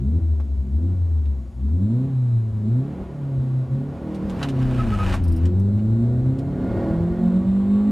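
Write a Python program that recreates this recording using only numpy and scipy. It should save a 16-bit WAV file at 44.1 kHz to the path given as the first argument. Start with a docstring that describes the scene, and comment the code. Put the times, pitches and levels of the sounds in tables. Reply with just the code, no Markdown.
"""Inside a four-cylinder petrol car, driver's seat: three throttle blips, a pull, a slowing for a corner, a long pull out.
Firing rate and load drive the exhaust's sine orders, uneven quarter orders, pulse-rung intake growl and clatter.
Coloured noise makes road rumble and roar; in the corner, buffeting, rubs, squeaks, trim clicks and ratchet ticks.
A camcorder adds hiss, notches at multiples of its drum rate, clock-jitter side tones and a faint motor whine."""
import sys
import numpy as np
from scipy.fft import rfft, irfft, next_fast_len
from scipy.io import wavfile
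from scipy.ndimage import uniform_filter1d, map_coordinates

SR = 44100
rng = np.random.default_rng(int(sys.argv[2]) if len(sys.argv) > 2 else 0)


def unload_wav(signal):
    """Save mono or channel-first audio to the path in sys.argv[1] as 16-bit WAV at rate SR, clipped to [-1, 1]."""
    wavfile.write(
        sys.argv[1],
        SR,
        np.round(np.clip(np.atleast_2d(signal).T, -1, 1) * 32767).astype(np.int16),
    )


N = 348831
TIME = np.arange(N) / SR
STEPS = TIME[::64]  # time grid of the slow controls
START_LOAD = 1

# throttle moves: [t/s, new load, new boom level/dB, new growl level/dB, brief boom loss/dB,
# snap length/s, thump envelope level/dB]
THROTTLE = [(0.201,0,-0.5,2,21,.013,-27),(0.556,.95,0,-2.5,3,.015,-23),(.942,0.041,-.5,1,8.5,0.0079,-19.5),(1.506,1.03,0.5,-6.5,11,.035,-36),(2.078,0,2,-5,6.5,0.02,-30.5),(2.518,0.98,-1.5,0.5,5,.019,-26.5),(2.82,0.88,2,-3,-1,0.016,-43.5),(3.019,.25,2.5,1.5,5.5,0.0084,-21.5),(3.391,0.23,-1.5,2,4,0.014,-23),(3.689,0.92,2.5,-3,8,0.03,-48),(4.3,1.18,-3.5,3,-3,0.012,-44.5),(5.2,1.13,0,2.5,-0.5,.015,-39),(5.6,1.025,-.5,2,-1.5,0.017,-46.5),(6.551,1.31,-0.5,7,-0.5,.03,-36.5),(6.95,1.19,2.5,3.5,-3,0.013,-42.5),(7.351,0.73,0.5,-2,-1,0.021,-42.5)]
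# ring of the dashboard plastic: [f/Hz, relative level/dB]
PLASTIC = [(200, -15), (520, 2), (790, 4), (1000, 0), (1550, 0), (2100, -6.5), (2550, -7.5), (2950, -7.5),
           (3350, -10.5), (3800, -11.5), (4500, -16), (6000, -21), (8500, -22), (14000, -33)]


def amp(db):
    """Decibels to gain."""
    return np.exp(np.asarray(db) * (np.log(10) / 20))


def unit(x):
    """Scale to rms 1."""
    return x / np.sqrt(np.mean(x ** 2) + 1e-20)


def along(points, hz):
    """(Hz, value) points read on a log frequency axis."""
    f, v = np.transpose(points)
    return np.interp(np.log(hz + 1), np.log(f + 1), v)


def curves(rows):
    """One value per sample for each column after the time."""
    s, *cols = np.transpose(rows)
    return [np.interp(TIME, s, c) for c in cols]


def fine(control):
    """A slow control, at every sample."""
    return np.interp(TIME, STEPS, control)


def drift(rate):
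    """A smooth random slow control, rate knots a second."""
    knots = rng.standard_normal(int(TIME[-1] * rate) + 4)
    return map_coordinates(knots, [STEPS * rate])


def wobble(rate):
    """A smooth random curve at every sample."""
    return fine(drift(rate))


def bell(s, length):
    """A brief swell around a moment, as a slow control."""
    return np.exp(-((STEPS - s) / length) ** 2)


def held(start, end, fade, swell_db=0):
    """Slow gain that swells to 1 between start and end, and fades on either side."""
    progress = np.clip((STEPS - start) / (end - start), 0, 1)
    outside = np.maximum(start - STEPS, 0) + np.maximum(STEPS - end, 0)
    return amp(swell_db * (progress - 1)) * np.exp(-outside / fade)


def filtered(x, response):
    """x times a complex response of frequency."""
    m = next_fast_len(N + SR // 2)
    return irfft(rfft(x, m) * response(np.fft.rfftfreq(m, 1 / SR)), m)[..., :N]


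def coloured(x, spectrum):
    """x with the given spectrum and a smooth rolloff at the top, at rms 1."""
    def response(hz):
        rolloff = (1 + (hz / spectrum[-1][0] / 2) ** 2) ** 2
        return amp(along(spectrum, hz)) / rolloff
    return unit(filtered(x, response))


def resonances(modes, hz):
    """Causal response of (Hz, width Hz, dB) modes with steep skirts."""
    total = 0
    for centre, width, db in modes:
        damping = 1j * hz * width
        total = total + amp(db) * (damping / (centre ** 2 - hz ** 2 + damping)) ** 2
    return total


def spread(mid, side):
    """Left and right from mid and side."""
    return np.array([mid + side, mid - side])


def rush(spectrum, side_db):
    """Nearly mono stereo noise of about rms 1."""
    mid, side = coloured(rng.standard_normal((2, N)), spectrum)
    return spread(mid, amp(side_db) * side)


def road():
    """Rumble through the body, roar from the tyres, and buffeting in the corner."""
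    # road roughness: [t/s, tyre roar level/dB, body rumble level/dB]
    roughness = [(0,-64,-50.5),(1.6,-59,-44),(3.8,-54,-42.5),(4.4,-42,-34.5),(4.9,-47.5,-31),(5.6,-54,-34.5),(6.4,-55,-30.5),(6.85,-49.5,-25.5),(7.9,-59.5,-38)]
    # body colour: [f/Hz, relative level/dB]
    rumble_colour = [(15, -33.5), (35, -4), (55, -2.5), (90, 6), (125, 2.5), (170, -19), (300, -42.5)]
    # tyre colour: [f/Hz, relative level/dB]
    roar_colour = [(150, -9), (500, 2), (1000, 0), (1500, -10), (2200, -17), (3200, -21), (5000, -24.5),
                   (8000, -36), (14000, -34.5)]
    buffet_colour = [(15, -23), (33, -0.5), (55, -2), (80, -6.5), (140, -34.5)]  # [f/Hz, relative level/dB]
    start_s, end_s, fade_s, buffet_db = 4.66, 5.33, 0.049, -25  # the camera swings

    roar_db, rumble_db = curves(roughness)
    rumble = amp(rumble_db + 1.4 * wobble(5.5)) * rush(rumble_colour, side_db=-20)
    roar = amp(roar_db + 1.8 * wobble(28)) * rush(roar_colour, side_db=-15.5)
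    swing = amp(buffet_db) * fine(held(start_s, end_s, fade_s, swell_db=4))
    buffet = swing * rush(buffet_colour, side_db=-14.5)
    return rumble + roar + buffet


def ratchet(count=4, start_s=5.239, step_s=.0408, level_db=-48, t60_s=.07):
    """A ratchet in the steering column: thin, evenly spaced ticks as the wheel turns back."""
    # tick resonances: [f/Hz, width/Hz, relative level/dB]
    modes = [(5150, 1500, 0), (9250, 3500, -1.5), (13500, 3500, -5)]
    since = STEPS - (start_s + step_s * np.arange(count))[:, None]
    level = np.sum((since > 0) * amp(level_db - 60 * np.abs(since) / t60_s), axis=0)
    noise = rng.standard_normal(N)
    return fine(level) * unit(filtered(noise, lambda hz: resonances(modes, hz)))


def clicks(sharpness=0.54, side_db=-14, attack_s=0.001):
    """Loose trim: short knocks on the plastic; harder contacts reach its higher modes."""
    # trim clicks: [t/s, level/dB, centre f/Hz, t60/s]
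    knocks = [(.399,-32.5,646.2,0.029),(.401,-51.5,5520,0.05),(1.255,-51,4000,0.044),(4.145,-45,6940,0.081),(4.296,-40.5,7020,.06),(4.413,-25.5,800.3,0.058),(4.428,-19,3900,0.039),(4.432,-32.5,1710,0.075),(4.486,-33.5,5410,0.068),(5.124,-31,3560,0.085),(5.138,-25,766,.12),(5.14,-36.5,8990,0.077),(5.454,-38.5,6040,0.052),(5.79,-49,2988,.06),(5.597,-45,14400,0.027),(6.387,-44.5,7170,0.05)]
    out, t = np.zeros((2, N + SR)), TIME[:SR // 4]
    hz = np.fft.rfftfreq(len(t), 1 / SR)
    ring = amp(along(PLASTIC, hz))
    for s, db, centre_hz, t60_s in knocks:
        contact = resonances([(centre_hz, centre_hz / sharpness, 0)], hz)
        noise = rng.standard_normal((2, len(t)))
        mid, side = unit(irfft(rfft(noise) * contact * ring, len(t)))
        envelope = amp(db - 60 * t / t60_s) * (1 - np.exp(-t / attack_s))
        first = round(s * SR)
        out[:, first:first + len(t)] += spread(mid, amp(side_db) * side) * envelope
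    return out[:, :N]


def squeaks(waver=0.015, overtone_db=-19):
    """Now and then the slide sticks and squeaks: a wavering tone and its octave."""
    # squeaks: [middle t/s, length/s, mean f/Hz, level/dB]
    slips = [(4.804, .014, 1288, -27), (4.936, .014, 1280, -27.5), (5.011, 0.018, 1268, -26),
             (5.034, 0.0085, 1283, -30)]
    middles, _, pitches, _ = np.transpose(slips)
    rate_hz = np.interp(TIME, middles, pitches) * (1 + waver * wobble(200))
    phase = 2 * np.pi * np.cumsum(rate_hz) / SR
    # flat-topped swells
    swells = [amp(db) * np.exp(-((STEPS - s) / length) ** 4 / 2) for s, length, _, db in slips]
    tone = np.sin(phase) + amp(overtone_db) * np.sin(2 * phase)
    return fine(np.max(swells, axis=0)) * tone


def strokes(grain_db=3.0, ring_db=-19, swell_db=7, fade_s=.035):
    """Rubbing at the wheel: each stroke drags grains over the plastic, rings it and presses harder as it goes."""
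    # rubs: [start t/s, end t/s, level at the end/dB]
    rubs = [(4.104,4.365,-55.5),(4.389,4.441,-35.5),(4.59,4.828,-36),(4.871,5.136,-32),(5.228,5.46,-48)]
    # ring under the rub: [f/Hz, width/Hz, relative level/dB]
    ring_modes = [(2500, 520, -2.5), (2920, 360, -5)]
    grains = rng.standard_normal((2, N)) * amp(grain_db * wobble(400))
    mid, side = coloured(grains, PLASTIC)
    ring = unit(filtered(grains[0], lambda hz: resonances(ring_modes, hz)))
    pressures = [amp(db) * held(start, end, fade_s, swell_db) for start, end, db in rubs]
    return fine(np.max(pressures, axis=0)) * spread(mid + amp(ring_db) * ring, amp(-18.5) * side)


def settled(start, column, rise_s=0.16, fall_s=0.04):
    """A throttle column lagging to each new value: the manifold fills slowly and empties fast."""
    value, before, load = np.full(len(STEPS), float(start)), start, START_LOAD
    for row in THROTTLE:
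        lag_s = rise_s if row[1] > load else fall_s
        value += (row[column] - before) * (1 - np.exp(-np.maximum(STEPS - row[0], 0) / lag_s))
        before, load = row[column], row[1]
    return fine(value)


def effort(law, rate_hz, load, mid_rate_hz=120, harsh_hz=152, harsh_width_hz=13):
    """Gain of a rough layer: follows load and speed, and rises at the firing rate where the engine shakes most."""
    full_db, shut_db, octave_db, harsh_db = law
    harsh = np.exp(-((rate_hz - harsh_hz) / harsh_width_hz) ** 2)
    load_db = full_db - shut_db * (1 - load)
    speed_db = octave_db * np.log2(rate_hz / mid_rate_hz)
    return amp(load_db + speed_db + harsh_db * harsh * load)


def clatter():
    """The even wash of valves and gears, as coloured noise."""
    # clatter colour: [f/Hz, relative level/dB]
    colour = [(150,-10.5),(500,3),(1000,0),(1500,-8),(2200,-13),(3200,-17),(5000,-31.5),(8000,-35),(14000,-39.5)]
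    return rush(colour, side_db=-16)


def rasp(firings, scatter=0.24, gas_db=1.5, timing_s=0.00013):
    """One pulse per firing rings the intake; unequal paths break it into a growl. Gas hisses in step."""
    # cylinders: [relative pulse size, travel time/s]
    cylinders = [(1.38, 0.00022), (1.2, 0.0013), (1.3, 0.00015), (.6, 0.00015)]
    # intake resonances: [f/Hz, width/Hz, relative level/dB]
    intake = [(338, 74, 5), (548, 75, 0.5), (646, 53, -5), (814, 100, -19), (1125, 78, -15),
              (1426, 78, -14), (1870, 27, -18), (2130, 120, -24)]
    # gas colour: [f/Hz, relative level/dB]
    gas_colour = [(60, -45), (150, -8.5), (230, 7.5), (340, 1), (430, 1), (530, -2), (680, -3), (900, -12),
                  (1150, -22), (1700, -22.5), (2500, -35.5), (4000, -37.5), (9000, -56)]
    at = np.flatnonzero(np.diff(np.floor(firings)))
    sizes, travel_s = np.resize(cylinders, (len(at), 2)).T
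    # no two burns are alike
    travel_s = travel_s + timing_s * rng.standard_normal(len(at))
    sizes = sizes * (1 + scatter * rng.standard_normal(len(at)))
    arrival = np.clip(at + np.round(travel_s * SR).astype(int), 0, N - 1)
    pulses = np.bincount(arrival, sizes, N)
    growl = unit(filtered(pulses, lambda hz: resonances(intake, hz)))
    puffing = 1 + 0.26 * np.cos(2 * np.pi * firings)
    gas = coloured(rng.standard_normal(N) * puffing, gas_colour)
    return unit(growl + amp(gas_db) * gas)


def burble(firings, rate_hz, waver_db=4.0, slip_rad=0.74):
    """Unequal cylinders add quarter orders, whose balance shifts as they sweep the cabin's resonances."""
    # partials: [multiple of the firing rate, relative level/dB]
    uneven = [(.5, -4.5), (.75, -7), (1.25, 3), (1.5, -6), (1.75, -1), (2.25, -5), (2.5, -6), (2.75, -6.5),
              (3.25, -4), (3.5, -6.5), (3.75, -3), (4, 2), (5, 0.5), (5.5, -2.5), (6, -2)]
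    # cabin response: [f/Hz, relative level/dB]
    cabin = [(30, -37), (55, -24.5), (75, 0), (110, -4.5), (160, -6), (195, 1.5), (235, 2.5), (280, -3.5),
             (345, -4.5), (420, -12), (530, -16), (680, -18.5), (1040, -27.5), (1115, -14), (1220, -26),
             (1600, -22)]
    total, power = np.zeros(N), 0
    slow_rate_hz = np.interp(STEPS, TIME, rate_hz)
    for multiple, db in uneven:
        gain = amp(db + along(cabin, multiple * slow_rate_hz))
        phase = 2 * np.pi * (multiple * firings + rng.random()) + slip_rad * wobble(22)
        total += fine(gain * amp(waver_db * drift(12))) * np.sin(phase)
        power = power + gain ** 2 / 2
    return total / fine(np.sqrt(power))


def thumps(puff_hz=78):
    """Each snap of the throttle sends one slow puff down the pipe."""
    puffs = np.zeros(len(STEPS))
    for s, *_, length, db in THROTTLE:
        puffs += amp(db) * bell(s, length) * np.sin(2 * np.pi * puff_hz * (s - STEPS))
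    return uniform_filter1d(fine(puffs), size=64)


def boom(firings, rate_hz, load, waver_db=2.22):
    """Clean exhaust orders sweep the pipe's resonances; load lifts the overtones, snaps briefly shift the level."""
    # orders 1, 2, 3: [level at full load/dB, loss with throttle shut/dB], before pipe and throttle gains
    order_levels = [(-19, 1), (-26, 15.5), (-31, 15)]
    # pipe and cabin response: [f/Hz, gain/dB]
    pipe = [(58,-10.5),(65,-7.5),(71,-1),(80,1),(105,-2),(128,1),(143,-4),(157,-11),(169,-2.5),(178,-8),(188,0),(207,2),(245,0.5),(290,-6),(320,-7),(360,-9),(385,-14),(470,-9),(550,-19),(630,-20.5)]
    choke_db = fine(sum(loss_db * bell(s, length) for s, *_, loss_db, length, _ in THROTTLE))
    tone = np.zeros(N)
    for k, (full_db, shut_db) in enumerate(order_levels, 1):
        load_db = full_db - shut_db * (1 - np.minimum(load, 1.05))
        db = load_db + along(pipe, k * rate_hz) + waver_db * wobble(25)
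        tone += amp(db) * np.sin(2 * np.pi * (k * firings + rng.random()))
    return np.sqrt(2) * tone * amp(settled(0, column=2) - choke_db)


def engine(flywheel_s=.07):
    """One crankshaft speed and one throttle drive all layers; the flywheel rounds each change of speed."""
    # engine speed at its turning points: [t/s, firing rate/Hz]
    speed = [(0,59.3),(.16,85.34),(.5,68.73),(.7,66.26),(.9,93.4),(1.25,73.64),(1.54,58.5),(1.69,73.8),(1.97,124.4),(2.07,136.7),(2.2,125.7),(2.44,110.4),(2.65,104.5),(2.87,142.9),(3,153.6),(3.39,131.2),(3.66,129),(4.08,156.8),(4.3,152.6),(4.56,130.5),(4.79,125.8),(4.95,100.5),(5.37,80.16),(5.6,97),(5.8,105.5),(6.55,143.3),(7,168.7),(7.35,185.3),(7.9,209.4)]
    # laws: [level at full load/dB, loss with throttle shut/dB, slope/(dB per octave of speed), harsh gain/dB]
    burble_law = (-33, 8.5, 3, 2.2)
    rasp_law = (-42, 4.5, 6.5, 5)
    clatter_law = (-54, 0.5, 11, 2.5)
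    rate_hz = uniform_filter1d(curves(speed)[0], int(flywheel_s * SR), mode="nearest")
    firings = np.cumsum(rate_hz) / SR
    load = settled(START_LOAD, column=1)
    growl = amp(settled(0, column=3)) * rasp(firings)
    rough = [(burble_law, burble(firings, rate_hz)), (rasp_law, growl), (clatter_law, clatter())]
    clean = boom(firings, rate_hz, load) + thumps()
    return clean + sum(effort(law, rate_hz, load) * layer for law, layer in rough)


def scene(lead_rad=0.16):
    """The cabin, picked up by two slightly unequal microphones; the left leads in the bass."""
    # channel balance: [f/Hz, left minus right/dB]
    port_level = [(60, 2.5), (180, -1), (540, -0.5), (1620, -1), (4840, 0), (14500, 1)]
    cabin = road() + ratchet() + clicks() + squeaks() + strokes() + engine()
    half = np.array([[.5], [-.5]])  # left, right

    def microphones(hz):
        return amp(half * along(port_level, hz)) * np.exp(1j * half * lead_rad / (1 + hz / 600))
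    return filtered(cabin, microphones)


DRUM_HZ = 150


def drum_notches(hz, feedback=.5):
    """A comb filter with a notch at each multiple of the tape drum's rate."""
    delay = np.exp(-2j * np.pi * hz / DRUM_HZ)
    return (1 + feedback) / 2 * (1 - delay) / (1 - feedback * delay)


def record(dry, top_hz=14800):
    """Camcorder: hiss, drum notches, clock jitter, tape motor whine and band limit."""
    # hiss colour: [f/Hz, relative level/dB]
    hiss_colour = [(100, -7), (1000, -1.5), (3000, -2.5), (5000, -5.5), (8000, -9.5), (11000, -8.5),
                   (14000, -19.5)]
    # periodic jitter of the sampling clock: [f/Hz, depth/s]
    ripple = [(3900, 0.0000044), (7800, 0.0000024), (11700, 1.5e-6)]
    # tape motor: [f/Hz, peak level/dB]
    motor = [(5701, -87), (6751, -76), (7800, -82), (9302, -86), (11025, -87.5)]
    hiss = amp(-66.5) * rush(hiss_colour, side_db=-10.5)
    sound = filtered(dry + hiss, drum_notches)
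    jitter_s = sum(depth * np.cos(2 * np.pi * hz * TIME) for hz, depth in ripple)
    # a timing error scales with the slope
    side_tones = jitter_s * np.gradient(sound, 1 / SR, axis=1)
    whine = sum(amp(db) * np.sin(2 * np.pi * hz * TIME + 1.4 * wobble(52)) for hz, db in motor)
    return filtered(sound + side_tones + whine, lambda hz: hz < top_hz)


dry = scene()
out = record(dry)
unload_wav(out)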